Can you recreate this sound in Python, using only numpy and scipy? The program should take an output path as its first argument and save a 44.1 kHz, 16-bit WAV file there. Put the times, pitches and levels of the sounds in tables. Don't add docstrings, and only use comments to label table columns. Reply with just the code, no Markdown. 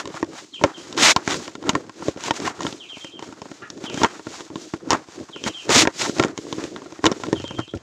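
import sys
import numpy as np
from scipy import signal
from scipy.fft import rfft, irfft
from scipy.io import wavfile
from scipy.ndimage import uniform_filter1d, minimum_filter1d

SR = 44100
rng = np.random.default_rng(int(sys.argv[2]) if len(sys.argv) > 2 else 0)


def dump_mix(stems):
    frames = np.atleast_2d(stems).T
    limited = np.clip(frames, -1, 1)
    pcm = np.round(limited * 32767).astype(np.int16)
    wavfile.write(sys.argv[1], SR, pcm)


def undo_db(level):
    steps = np.asarray(level, float) / 20
    return 10 ** steps


N = 344862

# time in seconds, hiss level in dB, scrape level in dB.
FINGER_STROKES = [(0.0, -36.5, -28), (0.035, -56, -47), (0.108, -55.5, -51.5), (0.156, -43, -39),
                  (0.269, -58.5, -53), (0.392, -42.5, -41.5), (0.506, -58.5, -74), (0.583, -52.5, -72),
                  (0.65, -47.5, -25), (0.746, -57, -54), (0.8, -45, -51), (0.897, -50, -49.5),
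                  (0.962, -50.5, -48.5), (0.984, -27, -28), (1.04, -13.5, -18.5), (1.118, -18.5, -19.5),
                  (1.143, -53, -62.5), (1.168, -54.5, -29.5), (1.234, -49.5, -47), (1.323, -29.5, -27),
                  (1.381, -39, -51), (1.483, -46.5, -43), (1.584, -60, -65), (1.699, -46, -33),
                  (1.898, -60.5, -61.5), (2.089, -42, -40), (2.15, -56.5, -55.5), (2.277, -32.5, -30.5),
                  (2.325, -51.5, -47.5), (2.365, -33, -36), (2.395, -46, -46), (2.469, -33, -32.5),
                  (2.535, -56.5, -48), (2.668, -38, -43.5), (2.816, -55.5, -60.5), (3.044, -49, -57.5),
                  (3.179, -66, -62), (3.23, -50, -46), (3.35, -55.5, -54), (3.588, -52.5, -53),
                  (3.64, -58.5, -47), (3.74, -57.5, -60), (3.825, -52, -55), (3.848, -40.5, -37.5),
                  (3.882, -53.5, -48), (4.009, -35, -40.5), (4.043, -40, -21.5), (4.073, -48, -30.5),
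                  (4.242, -51.5, -61), (4.358, -41.5, -44.5), (4.508, -55.5, -58.5), (4.621, -44.5, -54),
                  (4.723, -50.5, -62), (4.742, -51.5, -48.5), (4.811, -61.5, -58.5), (4.886, -54, -42.5),
                  (4.921, -41, -20), (5.059, -59.5, -57), (5.141, -47.5, -51), (5.28, -57.5, -59.5),
                  (5.425, -51, -57.5), (5.477, -29.5, -27.5), (5.509, -50, -52), (5.651, -47.5, -62),
                  (5.684, -50, -41.5), (5.704, -24, -26.5), (5.763, -11.5, -21.5), (5.822, -17.5, -23.5),
                  (5.868, -51.5, -44), (5.908, -55.5, -42.5), (5.969, -38, -51), (6.013, -27, -26.5),
                  (6.136, -41, -60), (6.194, -39, -36), (6.242, -43, -30.5), (6.348, -62, -52.5),
                  (6.388, -48, -55), (6.449, -49, -56.5), (6.652, -42.5, -38), (6.708, -50.5, -54.5),
                  (6.773, -54, -46), (7.022, -53.5, -55.5), (7.057, -35.5, -27.5), (7.091, -53.5, -34.5),
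                  (7.177, -46, -49.5), (7.514, -53, -49.5), (7.564, -56.5, -57.5), (7.598, -62, -30.5),
                  (7.642, -56.5, -61.5), (7.725, -60.5, -62.5), (7.751, -67, -54), (7.819, -60.5, -54)]
# time in seconds, rumble level in dB.
GRIP_SQUEEZE = [(0.0, -37.5), (0.158, -36.5), (0.212, -43), (0.241, -35.0), (0.556, -54.5), (0.644, -23),
                (0.761, -47.5), (1.057, -22), (1.142, -41.5), (1.178, -29), (1.216, -42), (1.291, -28),
                (1.616, -43), (1.7, -22.5), (1.918, -47.5), (2.087, -28.5), (2.142, -50), (2.298, -33),
                (2.383, -40.5), (2.411, -28), (2.536, -38), (2.662, -21.5), (2.833, -53), (3.239, -42.5),
                (3.632, -43.5), (3.683, -48), (3.841, -31.5), (3.979, -33), (4.047, -22.5), (4.109, -41),
                (4.249, -50), (4.273, -35.5), (4.345, -29), (4.473, -50), (4.559, -37.5), (4.725, -45),
                (4.742, -39.5), (4.817, -39.5), (4.921, -17.5), (5.06, -56), (5.21, -31.5), (5.279, -55.5),
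                (5.479, -29), (5.598, -63), (5.693, -27), (5.761, -14), (5.845, -23), (5.871, -27),
                (5.938, -43.5), (6.099, -23.5), (6.156, -35), (6.176, -16), (6.218, -12.5), (6.252, -24.5),
                (6.323, -39), (6.396, -41.5), (6.455, -40.5), (6.597, -28.5), (6.912, -44), (7.028, -42.5),
                (7.045, -13), (7.057, -12.5), (7.09, -29.5), (7.207, -36.5), (7.33, -29.5), (7.476, -46),
                (7.609, -31.5), (7.666, -60.5), (7.724, -54), (7.74, -52.5), (7.751, -23.5), (7.819, -56)]
# start in seconds, then thud, clack and crack levels in dB.
GRIP_SLIPS = [(0.0555, -31, -30.5, -32.5), (0.0749, -30.5, -35, -33), (0.1019, -31, -40, -48.5),
              (0.142, -29.5, -31.5, -41), (0.2281, -14.5, -17, -33.0), (0.2459, -48, -40.5, -45.0),
              (0.5438, -65.5, -54.5, -40), (0.5946, -41.5, -43.5, -47.5), (0.6131, -27, -25.5, -50),
              (0.6382, -4, -1.5, -6.5), (0.7805, -32, -44.5, -42.0), (0.87, -42.5, -41.5, -46.5),
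              (0.9269, -48.5, -38, -30.5), (0.947, -42.5, -45.5, -41), (0.9674, -47, -43, -31.5),
              (0.9768, -22, -23, -22.5), (1.163, -16, -6, -6.5), (1.2767, -17, -14.5, -25),
              (1.309, -40.5, -39.5, -22), (1.3432, -38.5, -22, -23), (1.397, -33, -38.5, -41),
              (1.4788, -32.5, -31, -31), (1.5529, -29, -30.5, -33.5), (1.6267, -46.5, -35.5, -41.5),
              (1.6391, -47, -32.5, -50.0), (1.669, -46, -37.5, -44.5), (1.693, -11.5, -6, -5.5),
              (1.7331, -25, -34, -43), (1.752, -18.5, -15.0, -28), (1.76, -24.5, -38.5, -46),
              (1.8664, -44.5, -56, -52), (1.895, -40, -33.5, -40.5), (2.0237, -29, -28.5, -50),
              (2.0836, -10.5, -25, -30), (2.1621, -28, -38.5, -51), (2.1736, -31.5, -36.5, -40),
              (2.208, -48.5, -36.5, -31), (2.2379, -45, -27, -27.5), (2.2627, -35.5, -58, -35.5),
              (2.2824, -30, -20, -29.5), (2.3082, -14.5, -13.5, -22), (2.4011, -25.5, -35, -32.0),
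              (2.4638, -26.5, -56.5, -26.5), (2.4765, -29.5, -18.0, -36), (2.592, -32.5, -31.5, -46.5),
              (2.6065, -47.5, -24, -32.0), (2.62, -50, -31, -32.5), (2.632, -41.5, -42, -30.5),
              (2.6498, -20.5, -25.5, -46.5), (2.6669, -65, -22, -23.5), (2.7264, -31, -38, -30),
              (2.9702, -32.5, -38, -55), (3.0457, -30.5, -30.5, -35.0), (3.1932, -36.5, -32, -37.0),
              (3.2253, -30, -30.5, -33.5), (3.2881, -33, -41, -52), (3.3254, -38, -34.5, -44.5),
              (3.4182, -30.5, -29.5, -34.5), (3.4563, -34.5, -36, -51.0), (3.515, -29, -36.5, -40.5),
              (3.7021, -35.5, -50.5, -31), (3.776, -31.5, -43.5, -44.5), (3.8399, -23.5, -32, -35.5),
              (3.899, -35.5, -34, -31), (3.943, -23.5, -35.5, -28), (3.975, -26.5, -25.0, -30),
              (4.0172, -16.5, -19, -33.5), (4.0337, -10.5, -3, -4.5), (4.0457, -22.5, -6.5, -22),
              (4.195, -31.5, -34.5, -49), (4.2688, -24, -28, -42.5), (4.4067, -36.5, -34.5, -35.5),
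              (4.5021, -34.5, -36.0, -54), (4.5109, -33, -52.5, -62.0), (4.5571, -21.5, -26.5, -34),
              (4.7375, -18, -23.5, -34), (4.8884, -34.5, -46.5, -44), (4.9057, -22, -5.5, 0),
              (4.9187, -32.5, -24.0, -19), (4.9309, -18.0, -14, -17.0), (4.9454, -19, -21.5, -31),
              (5.0858, -34, -41.5, -55), (5.2314, -33.5, -39.5, -57), (5.296, -36, -41.5, -55),
              (5.3614, -28.5, -29.5, -42.5), (5.4389, -29, -35, -26.5), (5.4631, -18.5, -23, -38),
              (5.6928, -13.0, -16, -21), (5.8525, -19.5, -17.5, -37), (5.8732, -8, -10, -27),
              (5.957, -65, -65, -44), (6.061, -43, -25.0, -28.5), (6.0951, -16.5, -29, -46.5),
              (6.1666, -30.5, -31, -37.5), (6.1846, -22, -33.5, -25), (6.1973, -19, -12.5, -19.5),
              (6.2265, -27, -20.5, -25.5), (6.237, -33.5, -17, -21.5), (6.248, -13, -31, -25.5),
              (6.283, -34, -41.5, -35), (6.3768, -37, -26.5, -29.5), (6.3871, -23.5, -40, -41.5),
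              (6.4672, -31.5, -38.5, -55.5), (6.5266, -22, -26.5, -25.5), (6.583, -21.5, -34, -46),
              (6.6389, -27, -34, -31.5), (6.7623, -32.0, -25.5, -37.5), (6.8196, -35.5, -34, -51),
              (6.8606, -51, -34.5, -58.5), (6.9233, -34.5, -36.5, -39.5), (6.991, -29.5, -36.5, -57.5),
              (7.042, -15, -9, -23.0), (7.056, -18, -6.5, -8.5), (7.0649, -10.5, -8, -7.5),
              (7.1163, -14.5, -24.0, -25.5), (7.1239, -22.5, -29, -31), (7.1993, -27, -39.5, -46.5),
              (7.2363, -30, -20.5, -28), (7.2674, -41, -34.5, -35), (7.2857, -21.5, -42.5, -40.5),
              (7.3288, -10, -15.5, -25.0), (7.3595, -41.5, -35.5, -47), (7.3995, -25.5, -36, -36.0),
              (7.4202, -73.5, -48.5, -40), (7.4417, -22, -31, -39), (7.479, -55.5, -52.5, -35.5),
              (7.5088, -24.5, -28.5, -44), (7.5489, -53, -52.5, -42.5), (7.5912, -19, -23.0, -31.5),
              (7.6003, -42.5, -39, -37), (7.6788, -39, -43.0, -45), (7.7375, -18.5, -33.5, -54),
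              (7.7731, -58.5, -61.5, -41)]
# frequency in Hz, level in dB, time to fade by 60 dB in seconds.
THUD_MODES = [(130, -38, 0.066), (227.8, -15, 0.02), (289.6, -7, 0.111), (328.8, 11, 0.0455),
              (411.2, 9.5, 0.0333), (539.4, 2.5, 0.0433)]
CLACK_MODES = [(933.1, -2, 0.0482), (1050.4, 9.5, 0.02), (1376.6, 2.5, 0.0286), (1832, -4, 0.0254),
               (2122, -5, 0.0106), (724, -9.5, 0.0206), (1581, -1, 0.0127)]
CRACK_MODES = [(3132, 3.5, 0.00737), (3700, 11.5, 0.00423), (4593, 7.5, 0.00234), (5530, 12.5, 0.002266),
               (6780, 14, 0.00153), (9260, -8.5, 0.0023)]
# frequency in Hz, level in dB per Hz.
HISS_COLOUR = [(1200, -9), (2300, -4.5), (3500, 0.5), (7000, 3), (16000, -3)]
SCRAPE_COLOUR = [(400, -19.5), (700, 1), (1050, 1.5), (1400, 0.5), (2000, -7), (3400, -26.5)]
RASP_COLOUR = [(1300, -15), (2100, 3.5), (3800, -3.5), (6000, -37)]
RUMBLE_COLOUR = [(40, -20), (100, -10.5), (220, -6.5), (320, 3.5), (450, -5), (650, -11), (1200, -43.5)]
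# time in seconds, bass level in dB above the grip rumble.
ARM_SWING = [
    (7.25, -28),
    (7.38, 2),
    (7.8, -5),
]
# start in seconds, length in seconds, start pitch in Hz,
# end pitch in Hz, level in dB, rest on the middle note in seconds.
WHISTLES = [(0.518, 0.058, 4500, 2278, -33.5, .012), (0.725, 0.0564, 4550, 2330, -41, 0.0147),
            (2.775, 0.082, 4274, 2172, -38, 0.0019), (2.866, 0.101, 4183, 2042, -36, 0.017),
            (2.982, 0.095, 4420, 2300, -39, 0.0272), (3.1, 0.086, 4206, 2668, -42, 0.0323),
            (3.834, 0.0856, 4090, 2152, -34, 0.00205), (3.947, 0.087, 4113, 2400, -37.5, .025),
            (5.302, 0.0824, 4240, 2282, -37.5, 0.0041), (5.409, 0.11, 3990, 2390, -39, 0.02786),
            (5.511, .11, 4077, 2329, -35, 0.0188), (7.33, 0.0825, 4133, 2358, -37.5, 0.0105),
            (7.424, 0.0914, 4308, 2307, -37, 0.0297), (7.545, 0.097, 3860, 2374, -40, 0.0363),
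            (7.666, 0.037, 4153, 3183, -39, .001)]
# frequency in Hz, level in dB per Hz.
HOUSE_COLOUR = [(40, -7.5), (320, 5.5), (500, -9.5), (1200, -4.5), (3000, -50), (7000, -17.5), (16000, -12)]
# frequency in Hz, gain in dB.
MICROPHONE_RESPONSE = [(6800, 0), (7600, -4.5), (8800, -14), (11400, -24), (15400, -28), (16000, -54.5)]


def colour(x, points, band=(0, SR)):
    hz = np.fft.rfftfreq(len(x), 1 / SR)
    at, db = np.transpose(points)
    spectrum = rfft(x) * undo_db(np.interp(np.log(hz + 1), np.log(at), db))
    in_band = (hz > band[0]) & (hz < band[1])
    power = np.sum(np.abs(spectrum[in_band]) ** 2) * 2 / len(x) ** 2
    return irfft(spectrum, len(x)) / np.sqrt(power)


def curve(table):
    seconds, *columns = np.transpose(table)
    return [np.interp(np.arange(N) / SR, seconds, column) for column in columns]


def walk(rate):
    hold = int(SR / rate)
    levels = np.repeat(rng.standard_normal(N // hold + 1), hold)
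    return uniform_filter1d(levels, hold)[:N]


def grains(scatter_db):
    sizes = undo_db(scatter_db * rng.exponential(size=N))
    return rng.standard_normal(N) * sizes


def ring(pushes, modes, place_db):
    out = 0
    for hz, db, t60 in modes:
        pole = np.exp(2j * np.pi * hz / SR - np.log(1000) / (t60 * SR))
        weight = undo_db(db + place_db * rng.standard_normal((len(pushes), 1)))
        out = out + weight * signal.lfilter([1], [1, -pole], pushes).imag
    return out


def fingers():
    hiss_db, scrape_db = curve(FINGER_STROKES)
    grip_db = curve(GRIP_SQUEEZE)[0]
    ridges = grains(2.0) * undo_db(1.5 * walk(160) + 1.2 * walk(40))
    hiss = colour(ridges, HISS_COLOUR, band=(4500, 8000))
    scrape = colour(ridges * undo_db(4.17 * walk(60)), SCRAPE_COLOUR, band=(800, 2200))
    tremble_db = np.minimum(6 * walk(70) + 4 * walk(23), 6)
    grip = colour(grains(2.7) * undo_db(tremble_db), RUMBLE_COLOUR, band=(150, 600))
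    rasp_db = 1.4536 * np.minimum(hiss_db, scrape_db - 1.0) + 6.5
    rasp = colour(ridges, RASP_COLOUR, band=(2200, 4000)) * undo_db(rasp_db)
    hiss = hiss * undo_db(hiss_db - 0.1145)
    scrape = scrape * undo_db(scrape_db - 1.38)
    return rasp + hiss + scrape + grip * undo_db(grip_db - 2.5)


def slips():
    start, thud_db, clack_db, crack_db = np.array(GRIP_SLIPS).T[:, :, None]
    size = 3072
    t = np.arange(size) / SR
    place = ((start * SR).astype(int) + np.arange(size)).ravel()
    # modes, peak level in dB, contact time in seconds
    parts = [(THUD_MODES, thud_db + 4.5, 0.004),
             (CLACK_MODES, clack_db + 6.5, 0.0022),
             (CRACK_MODES, crack_db + 13.0, 0.0012)]
    out = 0
    for modes, db, contact in parts:
        shape = np.exp(-t / contact) + 0.36 * np.exp(-t / 0.00467)
        push = rng.standard_normal((len(start), size)) * shape
        push[:, 0] += 4.81 * np.sqrt(contact * 1000)
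        knock = ring(push, modes, place_db=3.5)
        peak = np.max(np.abs(knock), axis=1, keepdims=True)
        knock = knock / peak * undo_db(db)
        out = out + np.bincount(place, knock.ravel(), N + size)[:N]
    return out


def sway():
    db = curve(ARM_SWING)[0] + curve(GRIP_SQUEEZE)[0]
    bass = colour(rng.standard_normal(N), [(30, -12), (110, 5.5), (300, -34)], band=(50, 150))
    return bass * undo_db(db)


def far_bird():
    song = np.zeros(N)
    rest_hz = 3165
    for start, length, start_hz, end_hz, db, rest in WHISTLES:
        t = np.arange(int(length * SR)) / SR
        step_hz = max(rest_hz, end_hz)
        reach = (length - rest) * 0.76 * (start_hz - step_hz) / (start_hz - end_hz)
        hz = np.interp(t, [0, reach, reach + rest, length], [start_hz, step_hz, step_hz, end_hz])
        hz = uniform_filter1d(hz, size=200)
        fullness = np.interp(hz, [2200, 2600, 2900, rest_hz, 3550, 4000], [0.8, 1.1, 0.7, 1.9, 0.3, 0.55])
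        swell = fullness * np.sqrt(np.sin(np.pi * t / length))
        at = int(start * SR)
        song[at:at + len(t)] += undo_db(db) * swell * np.sin(2 * np.pi * np.cumsum(hz) / SR)
    return song


def far_knock():
    t = np.clip(np.arange(N) / SR - 3.62, 0, None)
    push = rng.standard_normal(N) * np.exp(-t / 0.0094) * (t > 0)
    modes = [(1450, -47, 0.012), (1720, -45, 0.012), (2350, -56, 0.01)]  # Hz, dB, fade in s
    return ring(push[None], modes, place_db=0)[0]


def walls(x):
    t = np.arange(SR // 2) / SR
    echoes = rng.standard_normal(len(t)) * np.exp(-np.log(1000) * t / 0.248)
    echoes = echoes / np.sqrt(np.sum(echoes ** 2))
    return 0.22 * x + signal.fftconvolve(x, echoes)[:N]


def house():
    return colour(rng.standard_normal(N), HOUSE_COLOUR) * undo_db(-60.5 + 2.4 * walk(2.414))


def scene():
    near = fingers() + slips() + sway()
    far = walls(far_bird() + far_knock())
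    return (near + far + house())[None]


def microphone(x):
    x = signal.sosfilt(signal.butter(3, 85, "high", fs=SR, output="sos"), x)
    size = 512
    at, db = np.transpose(MICROPHONE_RESPONSE)
    gain = undo_db(np.interp(np.fft.rfftfreq(size, 1 / SR), at, db))
    cepstrum = irfft(np.log(gain))
    cepstrum[1:size // 2] *= 2
    cepstrum[size // 2 + 1:] = 0
    return signal.lfilter(irfft(np.exp(rfft(cepstrum))), [1], x)


def limiter(x):
    gain = minimum_filter1d(1 / np.maximum(np.abs(x) / 1.08, 1), size=257)
    return np.clip(x * uniform_filter1d(gain, size=257), -1, 1)


def top_cut(x):
    return signal.sosfilt(signal.butter(12, 16410, fs=SR, output="sos"), x)


def record(dry):
    mix = limiter(microphone(dry))
    return top_cut(mix)


dry = scene()
out = record(dry)
dump_mix(out)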